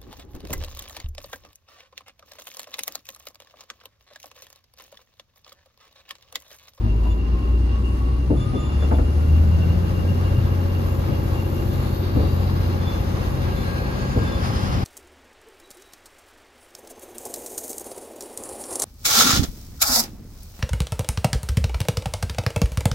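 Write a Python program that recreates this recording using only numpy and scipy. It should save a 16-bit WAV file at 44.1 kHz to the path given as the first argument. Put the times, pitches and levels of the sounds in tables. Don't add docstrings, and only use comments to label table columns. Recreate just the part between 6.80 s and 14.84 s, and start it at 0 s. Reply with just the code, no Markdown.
import sys
import numpy as np
from scipy.fft import rfft, irfft, next_fast_len
from scipy.io import wavfile
from scipy.ndimage import uniform_filter1d, map_coordinates

SR = 44100
rng = np.random.default_rng(int(sys.argv[2]) if len(sys.argv) > 2 else 0)


def output_pcm(signal):
    pcm = np.clip(np.atleast_2d(signal).T, -1, 1) * 32767
    wavfile.write(sys.argv[1], SR, np.round(pcm).astype(np.int16))


N = 354652
T = np.arange(N) / SR
ENGINE_LEAD_MS = 0.26
CYLINDERS = [0.62, 0.56, 1, 0.34, .4, 0.26]


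def amp(db):
    return 10 ** (np.asarray(db) / 20)


def unit(x):
    return x / np.sqrt(np.mean(x ** 2) + 1e-20)


def along(points, hz):
    f, v = np.transpose(points)
    return np.interp(np.log(hz + 1), np.log(f + 1), v)


def curve(points):
    return np.interp(T, *np.transpose(points))


def between(ends, share):
    return ends[0] + share * (ends[1] - ends[0])


def swell(middle_s, half_s):
    return np.exp(-((T - middle_s) / half_s) ** 2 / 2)


def held(middle_s, half_s):
    return np.exp(-((T - middle_s) / half_s) ** 4 / 2)


def wobble(rate):
    return map_coordinates(rng.standard_normal(int(N * rate / SR) + 4), [T * rate])


def turns(hz):
    return np.cumsum(hz * np.ones(N)) / SR


def filtered(x, response):
    size = next_fast_len(N + 8192)
    return irfft(rfft(x, size) * response(np.fft.rfftfreq(size, 1 / SR)), size)[..., :N]


def coloured(x, spectrum):
    return filtered(x, lambda hz: amp(along(spectrum, hz)))


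def placed(x, lead_ms):
    lead = lead_ms * SR / 1000
    return np.array([map_coordinates(x, [np.arange(N) + side * lead], order=3, mode="mirror")
                     for side in (-.5, .5)])


def diffuse(spectrum, channels=2):
    return unit(coloured(rng.standard_normal((channels, N)), spectrum))


def noise(spectrum):
    # (frequency [Hz], share of power [ratio])
    direct_share = [(60, 0.88), (130, 0.68), (280, 0.89), (600, 0.48), (1400, 0.51), (3000, 0.23),
                    (7000, 0.031), (11000, 0.18)]
    direct, *scatter = diffuse(spectrum, channels=3)
    direct = filtered(direct, lambda hz: np.sqrt(along(direct_share, hz)))
    scatter = filtered(np.array(scatter), lambda hz: np.sqrt(1 - along(direct_share, hz)))
    return placed(direct, ENGINE_LEAD_MS) + scatter


def fuzzy(hz, width_hz):
    a, b = filtered(rng.standard_normal((2, N)), lambda f: 1 / (1 + (2 * f / width_hz) ** 2))
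    phase = 2 * np.pi * turns(hz)
    return unit(a * np.cos(phase) + b * np.sin(phase))


def ringing(modes, age):
    return sum(amp(db + rng.normal(0, 3.54) - 60 * age / t60)
               * np.sin(2 * np.pi * (hz * age + rng.random())) for hz, db, t60 in modes)


def belt():
    # (frequency [Hz], level [dB])
    hiss_colour = [(40, -90), (400, -9), (900, 11.5), (1500, 9), (2400, 1), (3200, 3.5), (4200, -2),
                   (5200, 2), (6500, -5), (8000, -19), (9200, -2), (10500, -32), (12000, -68)]
    # (time [s], level [dB])
    hiss_level = [(0, -54), (3, -46.5), (5.3, -47.5), (6, -43.5), (7.3, -43), (7.75, -35.5), (8.04, -38.5)]
    # (time [s], lead [ms])
    hiss_lead = [(5.5, .48), (6.5, .46), (7.2, .44), (8.04, .385)]
    # (middle [s], half length [s], pitch [Hz], rise [octaves/s], width [Hz], level [dB])
    swishes = [(5.5, .45, 3900, .21, 400, -51), (5.45, .4, 4600, .22, 420, -52),
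               (6.3, .3, 3600, .25, 550, -56), (6.3, .35, 6300, .1, 700, -59),
               (6.45, .15, 1950, .4, 400, -54), (7, .25, 2450, .45, 420, -49.5),
               (7, .33, 4250, .35, 440, -50.5), (7.3, .2, 6750, .2, 700, -55),
               (7.77, .22, 5050, .24, 750, -50)]
    flow_db = 0.93 * wobble(11) + 1.6 * wobble(30)
    direct, *scatter = diffuse(hiss_colour, channels=3)
    hiss = amp(curve(hiss_level)) * unit(placed(direct, curve(hiss_lead)) + amp(-4.5) * np.array(scatter))
    swish = np.zeros((2, N))
    for s, half, hz, rise, width_hz, db in swishes:
        centre_hz = hz * 2 ** (rise * (T - s))
        swish += amp(db) * swell(s, half) * np.array([fuzzy(centre_hz, width_hz) for ear in range(2)])
    scrape = amp(.7 * wobble(35))
    return amp(flow_db) * (hiss + swish * scrape)


def roller(turn):
    # (pitch [Hz], width [Hz], level [dB])
    modes = [(2760, 46, 8), (2822, 44, 6.5)]
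    # (time [s], level [dB])
    chirps = [(.11, -48), (.262, -49), (.31, -47), (.41, -46), (.64, -50), (.68, -50), (.95, -47),
              (1.068, -40), (1.16, -57), (1.62, -48), (1.84, -48), (1.91, -46), (2.048, -43), (2.305, -53),
              (2.56, -44), (2.74, -45), (2.833, -42.5), (2.916, -50), (3.16, -48), (3.3, -43.5),
              (3.46, -44), (3.57, -44), (3.74, -48), (3.96, -45), (4.115, -50), (4.34, -46), (4.6, -45.5),
              (4.767, -48)]
    rub = amp(-53 - 4 * turn + 5 * np.tanh(wobble(34)))
    chatter = [sum(amp(db) * fuzzy(hz, width) for hz, width, db in modes) for ear in range(2)]
    ring = [sum(amp(db) * np.sin(2 * np.pi * turns(hz + width / 2 * wobble(60)))
                for hz, width, db in modes) for ear in range(2)]
    chirp_level = sum(amp(db) * swell(s, half_s=0.017) for s, db in chirps)
    return rub * unit(np.array(chatter)) + chirp_level * unit(np.array(ring))


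def squeals():
    # (middle [s], half length [s], pitch [Hz], level [dB], relative octave [dB])
    notes = [(.32, .016, 3490, -50, -6), (1, .18, 7270, -68, -30), (1.617, .031, 3490, -45, -11),
             (1.772, .02, 3497, -43, -19), (1.875, .068, 3505, -48.5, -5.5), (2.03, .024, 3487, -44, -14),
             (2.157, .014, 3470, -51, -18), (2.3, .4, 7320, -68, -30), (6.022, .011, 3485, -47, -19),
             (6.087, .027, 3485, -39, -20), (6.15, .022, 3485, -46, -19), (6.803, .025, 3490, -43.5, -12),
             (7.478, .027, 3520, -44, -24), (7.555, .033, 3495, -42, -18)]
    waver_hz, rough_db = 8, 3
    waver = turns(waver_hz * wobble(260))
    tones = np.zeros(N)
    for s, half, hz, db, octave_db in notes:
        phase = 2 * np.pi * (hz * T + waver)
        tones += amp(db) * swell(s, half) * (np.sin(phase) + amp(octave_db) * np.sin(2 * phase))
    pan_right = amp([[-2.5], [.5]])
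    return tones * amp(rough_db * wobble(78)) * pan_right


def tracks(speed):
    # (frequency [Hz], level [dB])
    rumble_colour = [(20, -87), (90, -43), (180, -1.5), (270, -1), (380, -3.5), (450, -13), (600, -24),
                     (1200, -61), (6000, -120)]
    # (frequency [Hz], level [dB])
    grind_colour = [(60, -89), (300, -8), (480, 2), (560, 4), (700, -14.5), (1000, -48), (5000, -120)]
    rumble = amp(between((-33.5, -35.5), speed) + 0.17 * wobble(7.7)) * noise(rumble_colour)
    grind = amp(between((-55, -41.5), speed) + 1.2 * wobble(13)) * noise(grind_colour)
    return rumble + grind


def clacks():
    # (time [s], level [dB])
    snaps = [(2.023, -34.5), (2.109, -34), (2.181, -33)]
    # (frequency [Hz], level [dB])
    pin_colour = [(300, -50), (900, -4), (1350, 5), (1650, -5), (2100, -8), (2800, -22), (6000, -52)]
    attack_s, t60_s = 0.0017, 0.11
    level = np.zeros(N)
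    for s, db in snaps:
        age = np.maximum(T - s, 0)
        level += (1 - np.exp(-age / attack_s)) * amp(db - 60 * age / t60_s)
    return level * diffuse(pin_colour)


def booms():
    # (time [s], pitch [Hz], level [dB])
    notes = [(1.565, 55.8, -18), (2.22, 51.6, -16), (3.605, 118, -19), (5.39, 71.8, -14), (6.66, 69.5, -23),
             (7.43, 62, -19), (7.97, 60.5, -20)]
    hull = sum(amp(db) * swell(s, half_s=0.029) * np.sin(2 * np.pi * (hz * T + rng.random()))
               for s, hz, db in notes)
    return placed(hull, ENGINE_LEAD_MS)


def knocks():
    # (time [s], attack [s], thud [dB], body [dB], clank [dB])
    drops = [(.035, 0.017, -50, -47, -34), (.24, 0.011, -52, -35, -33.5), (.528, 0.0056, -30, -35, -53),
             (1.497, 0.0048, -21, -9, -33), (1.732, 0.0062, -17.5, -15, -46), (2.02, 0.0044, -25, -18, -39),
             (2.111, 0.0039, -22, -15, -22.5), (2.182, 0.0043, -29, -18.5, -30.5),
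             (2.494, 0.0021, -18, -26, -52), (4.288, 0.0027, -11, -22, -54), (5.35, 0.0077, -10, -9.5, -38),
             (5.385, 0.008, -25, -27, -40), (5.429, 0.0044, -14, -20, -35), (7.35, 0.0091, -22, -9.5, -39),
             (7.425, 0.0046, -21, -33, -46), (7.944, 0.0038, -9.5, -40, -52)]
    # (pitch [Hz], level [dB], t60 [s])
    frame_modes = [(65, -5, 0.49), (108, 0, 0.2), (256.3, -1, 0.13), (297, -11.5, 0.36), (473, -12, 0.18),
                   (595, -15.5, 0.17), (747, -18, 0.14)]
    # (pitch [Hz], level [dB], t60 [s])
    shoe_modes = [(634, -6.5, 0.41), (880, -6.5, 0.22), (1190, -15, 0.11)]
    # (frequency [Hz], level [dB])
    thud_colour = [(20, -50), (60, 9), (110, 34.5), (170, 26.5), (300, -37), (1500, -120)]
    # (frequency [Hz], level [dB])
    body_colour = [(20, -90), (100, -11), (200, 0.5), (275, 1.5), (400, -3.5), (520, -6), (700, -18),
                   (1200, -29), (5000, -120)]
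    # (frequency [Hz], level [dB])
    clank_colour = [(40, -120), (400, -14), (680, 12), (1000, 1), (1800, -12), (2800, -40), (7000, -57),
                    (14000, -120)]
    thud_t60_s, body_t60_s, clank_t60_s = 0.14, 0.29, 0.15
    ring, thud, body, clank = np.zeros((4, N))
    for s, attack_s, thud_db, body_db, clank_db in drops:
        near = (T > s) & (T < s + .5)
        age = T[near] - s
        blow = (1 - np.exp(-age / attack_s)) ** 2
        thud[near] += blow * amp(thud_db - 60 * age / thud_t60_s)
        body[near] += blow * amp(body_db - 60 * age / body_t60_s)
        clank[near] += blow * amp(clank_db - 60 * age / clank_t60_s)
        ring[near] += blow * amp(body_db - 3.5) * ringing(frame_modes, age)
        ring[near] += blow * amp(clank_db) * ringing(shoe_modes, age)
    rattle = amp(-6.5) * body * noise(body_colour) + clank * noise(clank_colour)
    return placed(ring, ENGINE_LEAD_MS) + thud * noise(thud_colour) + rattle


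def whine(hz, clean_db, width_hz):
    clean = placed(np.sin(2 * np.pi * turns(hz)), ENGINE_LEAD_MS)
    rough = np.array([fuzzy(hz, width_hz) for ear in range(2)])
    return unit(amp(clean_db) * clean + rough)


def gears(firing_hz, speed):
    # (middle [s], half length [s], pitch [Hz], level [dB], clean over rough [dB])
    resonances = [(0.29, .07, 975, -43.5, -4), (.64, .1, 1072, -46, -5), (1.14, .2, 1112, -46.5, -5),
                  (1.73, .14, 1224, -41.5, -3), (7.18, .48, 1620, -42.5, 5)]
    mesh = amp(between((-53, -56.5), speed)) * whine(18.25 * firing_hz, clean_db=-13, width_hz=28)
    casing = sum(amp(db) * held(s, half) * whine(hz, clean_db, width_hz=22)
                 for s, half, hz, db, clean_db in resonances)
    return mesh + casing


def turbocharger(firing_hz, speed, beam):
    on_s, spool_s = 0.78, 0.27
    spool = (1 + np.tanh((T - on_s) / spool_s)) / 2
    level_db = between((-68, -59.5), speed) + 6.5 * beam + 1.5 * wobble(8.3)
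    return spool * amp(level_db) * fuzzy(146.2 * firing_hz, width_hz=540)


def throb(firing_hz, depth):
    firings = turns(firing_hz)
    strength = np.asarray(CYLINDERS)[firings.astype(int) % len(CYLINDERS)]
    return unit(1 + depth * strength * np.sin(np.pi * firings) ** 2)


def intake(firing_hz, speed, beam):
    # (frequency [Hz], level [dB])
    rush_colour = [(200, -84), (2000, -7), (5000, -6.5), (7000, 13.5), (8500, -8), (10000, 10.5),
                   (12500, 8), (13600, 7.5), (14500, -5)]
    level_db = between((-64, -55), speed) + 1.5 * beam + 1.8 * wobble(7.1)
    return amp(level_db) * noise(rush_colour) * throb(firing_hz, depth=0.66)


def combustion(firing_hz, speed, turn):
    # (frequency [Hz], level [dB])
    clatter_colour = [(40, -98), (350, -3), (650, -1), (830, 4.5), (930, -1), (1100, 3), (1500, -6),
                      (2200, -8.5), (3200, -14), (4600, -14.5), (5800, -22.5), (7500, -49), (14000, -78)]
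    level_db = between((-44.5, -40), speed) + 4.5 * turn + 1.06 * wobble(12)
    return amp(level_db) * noise(clatter_colour) * throb(firing_hz, depth=0.43)


def growl(cycles, count=110, size=4096):
    # (frequency [Hz], level per overtone [dB])
    overtone_colour = [(180, -46.5), (240, -48), (330, -50.5), (420, -54), (560, -53), (700, -66.5),
                       (830, -63.5), (1100, -79), (1400, -77)]
    strengths = (np.arange(count) > 12) * amp(2.5 * rng.standard_normal(count))
    phases = np.exp(2j * np.pi * rng.random(count))
    wave = irfft(strengths * phases, size) * size / np.sqrt(2)
    return coloured(np.interp(cycles % 1 * size, np.arange(size), wave), overtone_colour)


def chug(firing_hz, speed):
    # (time [s], level [dB])
    tone_level = [(0, -20.5), (.28, -17.5), (.44, -22.5), (.52, -16), (.62, -26), (.7, -17), (1.1, -20),
                  (1.48, -19), (1.7, -32.5), (2, -18), (2.3, -20), (2.6, -15), (3.05, -23), (3.35, -20),
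                  (3.9, -22), (5, -27.5), (5.65, -23), (7.1, -30.5), (8.04, -31)]
    # (time [s], level [dB])
    octave_level = [(0.1, -28), (.4, -50), (1.25, -43), (1.5, -29), (1.8, -31), (2.05, -54), (2.4, -39),
                    (2.9, -26), (3.3, -35.5), (3.7, -49), (5.1, -47), (5.4, -45), (8.04, -36)]
    # (order [x cycle rate], level when slow [dB], level at full speed [dB])
    orders = [(3, -42, -35), (4, -36.5, -31), (5, -34, -42), (7, -38, -41), (8, -38, -42), (9, -35.5, -32),
              (10, -35, -46), (11, -40, -46), (13, -44, -45.5), (14, -46, -45), (16, -50, -47),
              (18, -51, -47.5), (20, -50, -51), (22, -44, -48.5), (24, -46, -50.5), (26, -43.5, -54),
              (37, -60, -55)]
    # (middle [s], half length [s], order [x cycle rate], level [dB])
    drones = [(4.75, .45, 22, -43), (5.15, .45, 24, -44), (5.95, .3, 22, -46)]
    smear_s = between((.005, .0009), speed)
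    firings = turns(firing_hz)
    cycles = firings / len(CYLINDERS)
    tones = amp(curve(tone_level) + .8 * wobble(8.3)) * unit(np.cos(2 * np.pi * firings))
    tones += amp(curve(octave_level) + 0.51 * wobble(2.1)) * unit(np.sin(2 * np.pi * 2 * firings))
    for order, *ends_db in orders:
        level_db = between(ends_db, speed) + 1.9 * wobble(8)
        late_cycles = rng.normal() * smear_s * firing_hz / len(CYLINDERS)
        tones += amp(level_db) * unit(np.cos(2 * np.pi * order * (cycles - late_cycles)))
    for s, half, order, db in drones:
        tones += amp(db) * held(s, half) * unit(np.sin(2 * np.pi * order * cycles))
    return placed(tones, ENGINE_LEAD_MS)


def exhaust(firing_hz, speed):
    # (frequency [Hz], level [dB])
    puff_colour = [(15, -52), (30, -6), (42, -4), (60, 0), (110, 0.5), (160, -9), (230, -9.5), (400, -75),
                   (1500, -120)]
    cycles = turns(firing_hz) / len(CYLINDERS)
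    acceleration = uniform_filter1d(np.gradient(firing_hz) * SR, size=SR // 4)
    rasp = np.array([growl(cycles + .003 * wobble(14)) for ear in range(2)])
    rasp *= amp(between((-15, 1), speed) + 0.144 * acceleration)
    puffs_db = between((-37.5, -28), speed) + 0.3826 * acceleration + 2.0 * wobble(6.3)
    puffs = amp(puffs_db) * noise(puff_colour) * throb(firing_hz, depth=0.58)
    return rasp + puffs


def scene():
    # (time [s], firing rate [Hz])
    revs = [(0, 51), (.45, 57.3), (.8, 59.8), (1, 60.8), (1.3, 61.2), (1.5, 64.2), (1.72, 68.4),
            (2.5, 77.9), (3, 85.7), (3.4, 89.3), (6.5, 89.1), (7.3, 88.2), (8.04, 89.5)]
    firing_hz = curve(revs)
    speed = (firing_hz - firing_hz.min()) / np.ptp(firing_hz)
    turn = np.interp(T, [2.63, T[-1]], [0, 1])
    beam = swell(middle_s=5.1, half_s=0.99)
    engine = chug(firing_hz, speed) + exhaust(firing_hz, speed) + combustion(firing_hz, speed, turn)
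    engine += intake(firing_hz, speed, beam) + gears(firing_hz, speed)
    engine += turbocharger(firing_hz, speed, beam)
    undercarriage = tracks(speed) + knocks() + booms() + clacks()
    background = roller(turn) + squeals() + belt()
    return background + undercarriage + engine


def record(dry):
    # (frequency [Hz], side gain [dB])
    width = [(60, 1), (250, -2.5), (500, 2.5), (1000, 2), (2000, 0), (8000, -1)]
    # (frequency [Hz], left minus right [dB])
    tilt = [(60, 1), (110, 2), (200, 4), (370, 2), (680, 1.5), (1240, 0.5), (2270, -0.5), (4150, 5),
            (7600, -1.5), (13900, 0.0)]
    fade_s, low_hz, top_hz = .006, 29.5, 14300
    left, right = dry * np.minimum(1, np.minimum(T, T[-1] - T) / fade_s)
    mid = (left + right) / 2
    side = coloured((left - right) / 2, width)
    pair = np.array([mid + side, mid - side])
    pair = filtered(pair, lambda hz: amp(np.outer([.5, -.5], along(tilt, hz))))
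    return filtered(pair, lambda hz: (hz < top_hz) * (1 - 1 / (1 + (hz / low_hz) ** 6)))


dry = scene()
out = record(dry)
output_pcm(out)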